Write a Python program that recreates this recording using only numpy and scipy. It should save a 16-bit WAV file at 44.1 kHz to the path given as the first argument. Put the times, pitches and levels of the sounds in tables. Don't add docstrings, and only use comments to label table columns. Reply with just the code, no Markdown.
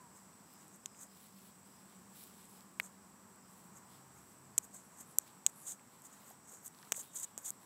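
import sys
import numpy as np
from scipy import signal
from scipy.fft import rfft, irfft, next_fast_len
from scipy.io import wavfile
from scipy.ndimage import uniform_filter1d

SR = 44100
rng = np.random.default_rng(int(sys.argv[2]) if len(sys.argv) > 2 else 0)


def unload_audio(sound):
    columns = np.transpose(np.atleast_2d(sound))
    steps = np.round(np.clip(columns, -1, 1) * 32767)
    wavfile.write(sys.argv[1], SR, steps.astype(np.int16))


def invert_db(level):
    return 10 ** (np.asarray(level, dtype=float) / 20)


N = 337754

PORT_HZ = 11870


def shape(x, db_of_hz):
    size = next_fast_len(N)
    f = np.maximum(np.arange(size // 2 + 1) * SR / size, 1)
    steady_top_hz = 15780
    gain = invert_db(db_of_hz(f)) * (f < steady_top_hz)
    y = irfft(rfft(x, size) * gain, size)[:N]
    return y / np.std(y)


def colour(x, points):
    hz, db = np.transpose(points)
    return shape(x, lambda f: np.interp(np.log(f), np.log(hz), db))


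def band(x, hz, width):
    return shape(x, lambda f: -10 * np.log10(np.e) * ((f - hz) / width) ** 2)


def noise_band(hz, width):
    return band(rng.standard_normal(N), hz, width)


def walk(rate):
    k = int(SR / rate)
    held = np.repeat(rng.standard_normal(N // k + 1), k)
    return 1.5 * uniform_filter1d(uniform_filter1d(held, k), k)[:N]


def grit(rate, spread_db, smooth):
    hit = rng.random(N) < rate / SR
    size_db = spread_db * np.minimum(rng.exponential(1, N), 3)
    grains = hit * rng.choice([-1, 1], N) * invert_db(size_db)
    return grains / np.std(grains) + smooth * rng.standard_normal(N)


def ring(hz, tau, turn=0.):
    t = np.arange(1024) / SR
    envelope = (t / tau * np.exp(1 - t / tau)) ** 2
    wave = np.cos(2 * np.pi * (hz * (t - tau) + turn))
    return envelope * (wave - np.sum(envelope * wave) / np.sum(envelope))


def add(out, s, x):
    i = int(s * SR)
    out[i:i + len(x)] += x[:N - i]


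def curve(table):
    rows = np.array(table, float)
    return [np.interp(np.arange(N) / SR, rows[:, 0], c) for c in rows.T[1:]]


def swell(s, gain, rise_s, hold_s, fall_s):
    t = np.arange(0, N, 32)[:, None] / SR
    before = np.maximum(s - t, 0) / rise_s
    after = np.maximum(t - s - hold_s, 0) / fall_s
    envelope = np.sum(gain * invert_db(-25 * (before + after)), axis=1)
    return np.interp(np.arange(N) / SR, t[:, 0], envelope)


def crack(snap, wood, pitch):
    _, db, hz, twin_db, upper_db = snap
    knock_db, knock_hz, middle_db, thud_db, edge_db = wood
    port = ring(pitch * hz, 0.000289)
    port += invert_db(twin_db) * ring(1.2 * pitch * hz, 0.000278)
    port -= invert_db(upper_db + 12.5) * ring(PORT_HZ, 0.000424)
    fibres = rng.standard_normal(1024) * np.exp(-np.arange(1024) / SR / 0.0011)
    frayed = np.convolve(fibres, ring(7600, 0.000195))[:1024]
    knock = invert_db(knock_db) * ring(pitch * knock_hz, 0.00028)
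    middle = invert_db(middle_db + 4.5) * ring(1500, 0.00035)
    edge = invert_db(edge_db + 9) * ring(14700, 0.00031)
    thud = invert_db(thud_db + 14.0) * ring(583, 0.00043)
    return invert_db(db) * (port + invert_db(-31) * frayed) - knock - middle + edge - thud


def snaps():
    # start [s], peak [dB], ring [Hz], twin ring [dB], upper ring [dB].
    snap_rows = [
        (0.858, -26, 7150, -11, -29.5),
        (4.579, -10.5, 7940, -16, -24.5),
        (5.1846, -10, 7720, -8.5, -17),
        (5.4633, -8, 7570, -21.5, -31.5),
        (6.9204, -18, 6900, -2.5, -22),
        (7.3769, -26, 7660, -17, -28),
        (7.5036, -23, 7950, -22, -23),
    ]
    # knock peak [dB], knock [Hz], middle, thud and edge [dB].
    wood_rows = [(-35, 3400, -55, -67, -66), (-31.5, 2860, -54, -50.5, -54), (-38, 2540, -54, -47.5, -43),
                 (-22, 3470, -50, -46.5, -40), (-23.5, 2930, -34, -42.5, -41), (-48, 2800, -58, -50, -59),
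                 (-69, 2700, -59, -61, -53)]
    # wait [s], level under the first [dB].
    second_cracks = [(.0033, -21), (0.0044, -3.5), (0.012, -41), (.0051, -18), (0.0043, -12), (0.0048, -30),
                     (.0044, -32)]
    out = np.zeros(N)
    for snap, wood, (wait, again_db) in zip(snap_rows, wood_rows, second_cracks):
        s = snap[0]
        add(out, s + .0005, invert_db(-18) * crack(snap, wood, 0.943))
        add(out, s + .001, crack(snap, wood, 0.96))
        add(out, s + .0006 + wait, invert_db(again_db - 18) * crack(snap, wood, 0.93))
        add(out, s + .0011 + wait, invert_db(again_db) * crack(snap, wood, 0.92))
    return out


def wood_chip():
    # start [s], peak [dB], ring [Hz].
    chip_rows = [
        (2.799, -18.5, 2180),
    ]
    out = np.zeros(N)
    for s, db, hz in chip_rows:
        burst = ring(hz, 0.0005) + invert_db(-3.5) * ring(10600, .00006)
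        burst += invert_db(-22) * ring(0.32 * hz, 0.00056) + invert_db(-15.5) * ring(2.0 * hz, 0.00024)
        splinter = ring(1.15 * hz, 0.00039) + ring(1.7 * hz, 0.00022)
        add(out, s + 0.00021, invert_db(db) * burst)
        add(out, s + 0.00166, invert_db(db - 24) * ring(1.7 * hz, 0.00048))
        add(out, s + .0035, invert_db(db - 15) * splinter)
    return out


def ticks():
    # start [s], peak [dB], ring [Hz].
    tick_rows = [(0.143, -49, 7900), (0.5367, -42, 14100), (0.6804, -42, 7840), (0.76, -41, 8070),
                 (1.0221, -50, 7660), (1.068, -48, 9000), (2.2228, -41, 13900), (2.238, -36.5, 9800),
                 (2.2754, -48, 8100), (2.4543, -42, 7850), (2.4944, -49, 7830), (2.6074, -46, 8140),
                 (3.29, -53, 11000), (3.359, -45, 10500), (4.7456, -41, 8050), (4.974, -42, 7860),
                 (4.9949, -56, 7780), (5.0097, -34, 7800), (5.4938, -48, 8000), (6.02, -38, 7900),
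                 (6.0402, -45, 7840), (6.0556, -44, 8100), (6.558, -44, 7900), (6.6603, -30, 7800),
                 (6.679, -30, 7960), (7.1571, -43, 7860), (7.198, -28, 7940), (7.2279, -39, 8270),
                 (7.4649, -33, 7580)]
    out = np.zeros(N)
    for (s, db, hz), turn in zip(tick_rows, rng.random(len(tick_rows))):
        tick = ring(hz, 0.000243, turn) + invert_db(-4.5) * ring(PORT_HZ, 0.00029)
        add(out, s + 0.00048, invert_db(db - 5.5) * tick)
    return out


def litter_knocks():
    # start [s], peak [dB], ring [Hz].
    seed_rows = [(0.9477, -57, 2360), (2.3094, -58, 4800), (2.4294, -57, 5940), (2.6078, -54, 4700),
                 (5.0085, -51, 6200), (5.7952, -57.5, 2260), (6.7475, -55, 4460), (6.788, -53, 4560),
                 (6.8283, -49, 5340), (6.85, -55, 5230), (6.9455, -49, 2210)]
    # start [s], peak [dB], ring [Hz].
    knock_rows = [
        (1.051, -61, 625),
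        (6.308, -52, 810),
        (6.531, -59.5, 460),
        (6.831, -55, 1680),
        (6.873, -56, 1250),
        (6.978, -55, 550),
        (7.655, -56, 1900),
    ]
    out = np.zeros(N)
    for s, db, hz in seed_rows:
        add(out, s, invert_db(db + 5) * (ring(hz, 0.84 / hz) + invert_db(-10) * ring(0.45 * hz, 0.99 / hz)))
    for s, db, hz in knock_rows:
        add(out, s, invert_db(db + 4.5) * (ring(hz, 1.49 / hz) + invert_db(-12) * ring(1.9 * hz, 0.67 / hz)))
    return out


def strokes():
    # top reached [s], level [dB], rise [s], hold [s], fall [s].
    stroke_rows = [(.165, -63, 0.046, .015, .04), (.55, -73, .1, .08, 0.071),
                   (.735, -66, .05, 0.023, 0.026), (1.025, -51.5, 0.098, 0.011, 0.037),
                   (2.839, -56, .07, 0.022, 0.051), (3.77, -57, 0.061, .002, .055),
                   (4.17, -65.5, .05, .02, .06), (4.645, -56, 0.045, .003, 0.026),
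                   (4.744, -50.5, .022, .002, 0.083), (4.923, -71, .03, .01, 0.052),
                   (5.012, -49.5, 0.056, 0.0035, 0.026), (5.21, -67, .01, .01, .06),
                   (5.497, -53, 0.039, .002, .005), (5.678, -45.5, 0.065, 0.043, .036),
                   (6.061, -52.5, 0.047, .004, 0.019), (6.132, -58.5, 0.031, .002, 0.087),
                   (6.292, -60, 0.095, .004, 0.061), (6.536, -52.5, 0.12, .002, 0.1),
                   (6.662, -50.5, 0.042, .006, 0.024), (6.975, -43.5, 0.071, 0.032, 0.027),
                   (7.163, -44, 0.046, 0.04, 0.032), (7.231, -43.5, 0.024, .018, 0.0055),
                   (7.384, -51.5, .005, .002, 0.031), (7.468, -45, 0.064, 0.0303, 0.0034)]
    # frequency [Hz], density [dB per Hz].
    port_points = [(1290, -36), (2200, -15.5), (2890, -24), (3700, -21), (4220, -27.5), (4860, -23),
                   (5410, -23), (6540, -3.5), (8100, -1), (10200, -19), (10900, -14.5), (11900, -8.5),
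                   (13000, -15), (14300, -13), (15800, -24)]
    sheen_db = [0.1, 0.1, 2, -0.5, -1, -1, 1.5, 5, -1, -1, 1, 0, -2, 0.5, 2, -2, 10, -1, 9, 0.5, 1, 1, 3, 3]
    rub, fine = (grit(4000, 3.2, 0.62) * invert_db(2.3 * walk(200)) for _ in range(2))
    main_points = [(hz, db - 25 * (hz > 10300) - 15 * (hz < 4500)) for hz, db in port_points]
    bright_points = [(hz, db - 25 * (hz < 10000)) for hz, db in port_points]
    main = colour(rub, main_points)
    bright = colour(fine + 0.23 * rub, bright_points)
    thud, shell = band(fine, 1080, 810), band(rub, 3640, 570)
    s, db, rise, hold, fall = np.transpose(stroke_rows)
    ref_db, thud_growth = -50.5, 0.32
    press_db = ref_db + thud_growth * (db - ref_db)
    push = swell(s, invert_db(db), rise, hold, fall)
    press = swell(s, invert_db(press_db), 1.76 * rise, hold, 2.1 * fall)
    sheen = swell(s, invert_db(db - 10.5 + np.array(sheen_db)), rise, hold, fall)
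    return push * (main + invert_db(-24) * shell) + sheen * bright + press * invert_db(-16) * thud


def leaves():
    # top reached [s], crisp level [dB], hold [s],
    # papery body against it [dB], share of broad leaves [0-1].
    tread_rows = [(0.153, -82, 0.042, -14, .16), (0.51, -73, 0.03, -13, 0), (0.603, -73, .05, -7, .6),
                  (1.133, -69, 0.36, -7, .2), (1.66, -75.5, 0.18, -9, .3), (1.89, -73.5, .05, -1.5, .2),
                  (2.164, -60, 0.1, -8.5, 0.1), (2.345, -67, .09, -4, 0.4), (2.49, -67.5, .03, -16, .7),
                  (2.566, -70.5, .04, -8, .2), (3.05, -82, .03, -17, .3), (3.498, -73, 0.16, -12, .3),
                  (3.94, -68, .012, -2, 0.4), (4.187, -74, 0.17, -12, .3), (4.844, -68, .012, -22, 1),
                  (5.084, -67, .04, -14, .9), (5.272, -69.5, .012, 1, .2), (5.585, -60, 0.052, -20, .9),
                  (5.94, -74, .03, -2, .3), (6.108, -73, 0.2, -2, 0.2), (6.78, -69, 0.08, -4.5, .4),
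                  (7.03, -61.5, 0.026, -8.5, .4), (7.27, -77, 0.022, -1.5, .4), (7.51, -69, .01, -7, .4),
                  (7.62, -70, .05, -9, .45)]
    crumple = grit(900, 3.7, .9) * invert_db(1.4 * walk(60))
    small, broad = band(crumple, 13000, 4500), band(crumple, 10200, 1800)
    body = band(crumple, 3410, 1700)
    s, db, hold, body_db, share = np.transpose(tread_rows)

    def tread(gain):
        rise_s, fall_s = 0.078, 0.093
        return swell(s, invert_db(db) * gain, rise_s, hold, fall_s)

    steps = tread(1 - share) * small + tread(share) * broad + tread(invert_db(body_db)) * body
    settle = invert_db(-83.5 + 1.6 * walk(6)) * (small + invert_db(-3.5) * body)
    return steps + settle


def lorry():
    # time [s], rumble [dB], firing tone [dB].
    pass_rows = [
        (0, -74, -85),
        (1., -74.5, -97),
        (2.4, -72, -92),
        (3.4, -71, -80),
        (3.97, -68, -67),
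        (4.35, -65, -68.5),
        (5., -71, -69.5),
        (5.6, -92, -87),
        (7.66, -74.5, -73),
    ]
    rumble_db, tone_db = curve(pass_rows)
    return invert_db(rumble_db - 9) * noise_band(88, 25.5) + invert_db(tone_db - 5) * noise_band(134.6, 3.6)


def whine():
    # time [s], pitch [Hz], level [dB].
    glide = [
        (0, 1028, -67),
        (.08, 927, -67.5),
        (.13, 880, -81),
        (.2, 900, -130),
    ]
    hz, db = curve(glide)
    return invert_db(db + 5.5) * np.sin(2 * np.pi * np.cumsum(hz) / SR)


def road():
    # nearest [s], level [dB], time to fade [s].
    car_rows = [
        (0., -74, 0.5),
        (3.86, -62.5, 1.4),
        (6.15, -67, 1.14),
        (7.66, -65, 1.1),
    ]
    s, db, fade = np.transpose(car_rows)
    cars = np.hypot(invert_db(-68.5), swell(s, invert_db(db), fade, 0, fade))
    roar = noise_band(992, 267) + invert_db(-7.5) * noise_band(1520, 440)
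    return cars * invert_db(-4.5 + walk(2.59) + 1.26 * walk(9)) * roar


def motor_drone():
    # time [s], level [dB].
    level_points = [
        (0, -68),
        (.55, -75),
        (1.3, -64),
        (2.4, -67),
        (3.2, -64.5),
        (4.2, -68.5),
        (5.5, -72),
        (6.6, -95),
        (7.66, -75),
    ]
    hum = noise_band(192.8, 10.2) + invert_db(-15) * noise_band(383.4, 9.5)
    return invert_db(curve(level_points)[0] - 2) * hum


def insects():
    high = invert_db(-70.5 + 0.64 * walk(8.6) + 0.53 * walk(1.9)) * noise_band(7920, 420)
    low = invert_db(-81 + 1.2 * walk(5)) * noise_band(5750, 230)
    return high + low


def cricket():
    # top reached [s], level [dB].
    bout_rows = [(.16, -78), (.53, -73), (.9, -76), (1.1, -77), (1.35, -77), (1.75, -75), (2.2, -77),
                 (2.59, -76), (2.8, -89), (3.02, -83), (3.45, -78), (3.92, -79), (4.5, -84)]
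    s, db = np.transpose(bout_rows)
    rise_s, hold_s, fall_s = 0.26, 0.032, 0.2
    return swell(s, invert_db(db - 1.0), rise_s, hold_s, fall_s) * noise_band(5110, 200)


def bird_call():
    # top reached [s], level [dB], rise [s], hold [s], fall [s].
    call_row = (7.06, -73, .03, .14, .45)
    # multiple of the pitch, level [dB].
    partials = [(8, -12), (9, -7), (10, 0), (11, -17)]
    s, db, rise, hold, fall = call_row
    turns = np.cumsum(367.5 * (1 + 0.0045 * walk(70))) / SR
    tone = np.zeros(N)
    for k, part_db in partials:
        tone += invert_db(part_db + 4 * walk(50)) * np.sin(2 * np.pi * k * turns)
    return swell(s, invert_db(db), rise, hold, fall) * tone


def far_hush():
    # frequency [Hz], density [dB per Hz].
    hush_points = [(24, -51), (40, -41), (65, -13.5), (201, 1), (300, -5.5), (608, -12), (1110, -8.5),
                   (1230, -12), (3550, -25.5), (5730, -21.5), (6330, -23.5), (7950, -11), (8790, -23),
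                   (15300, -25), (16500, -51)]
    return invert_db(-62.5 + 0.5 * walk(1.2)) * colour(rng.standard_normal(N), hush_points)


def scene():
    twigs = snaps() + wood_chip() + ticks() + litter_knocks()
    traffic = lorry() + whine() + road() + motor_drone()
    nature = insects() + cricket() + bird_call()
    return (twigs + strokes() + leaves() + traffic + nature + far_hush())[None]


def band_limit(x):
    return signal.sosfilt(signal.butter(12, 17000, fs=SR, output="sos"), x)


def record(dry):
    bass_cut = signal.butter(3, 64, "highpass", fs=SR, output="sos")
    top_cut = signal.ellip(6, .3, 60, 16600, fs=SR, output="sos")
    mix = signal.sosfilt(top_cut, signal.sosfilt(bass_cut, dry))
    return band_limit(mix)


dry = scene()
out = record(dry)
unload_audio(out)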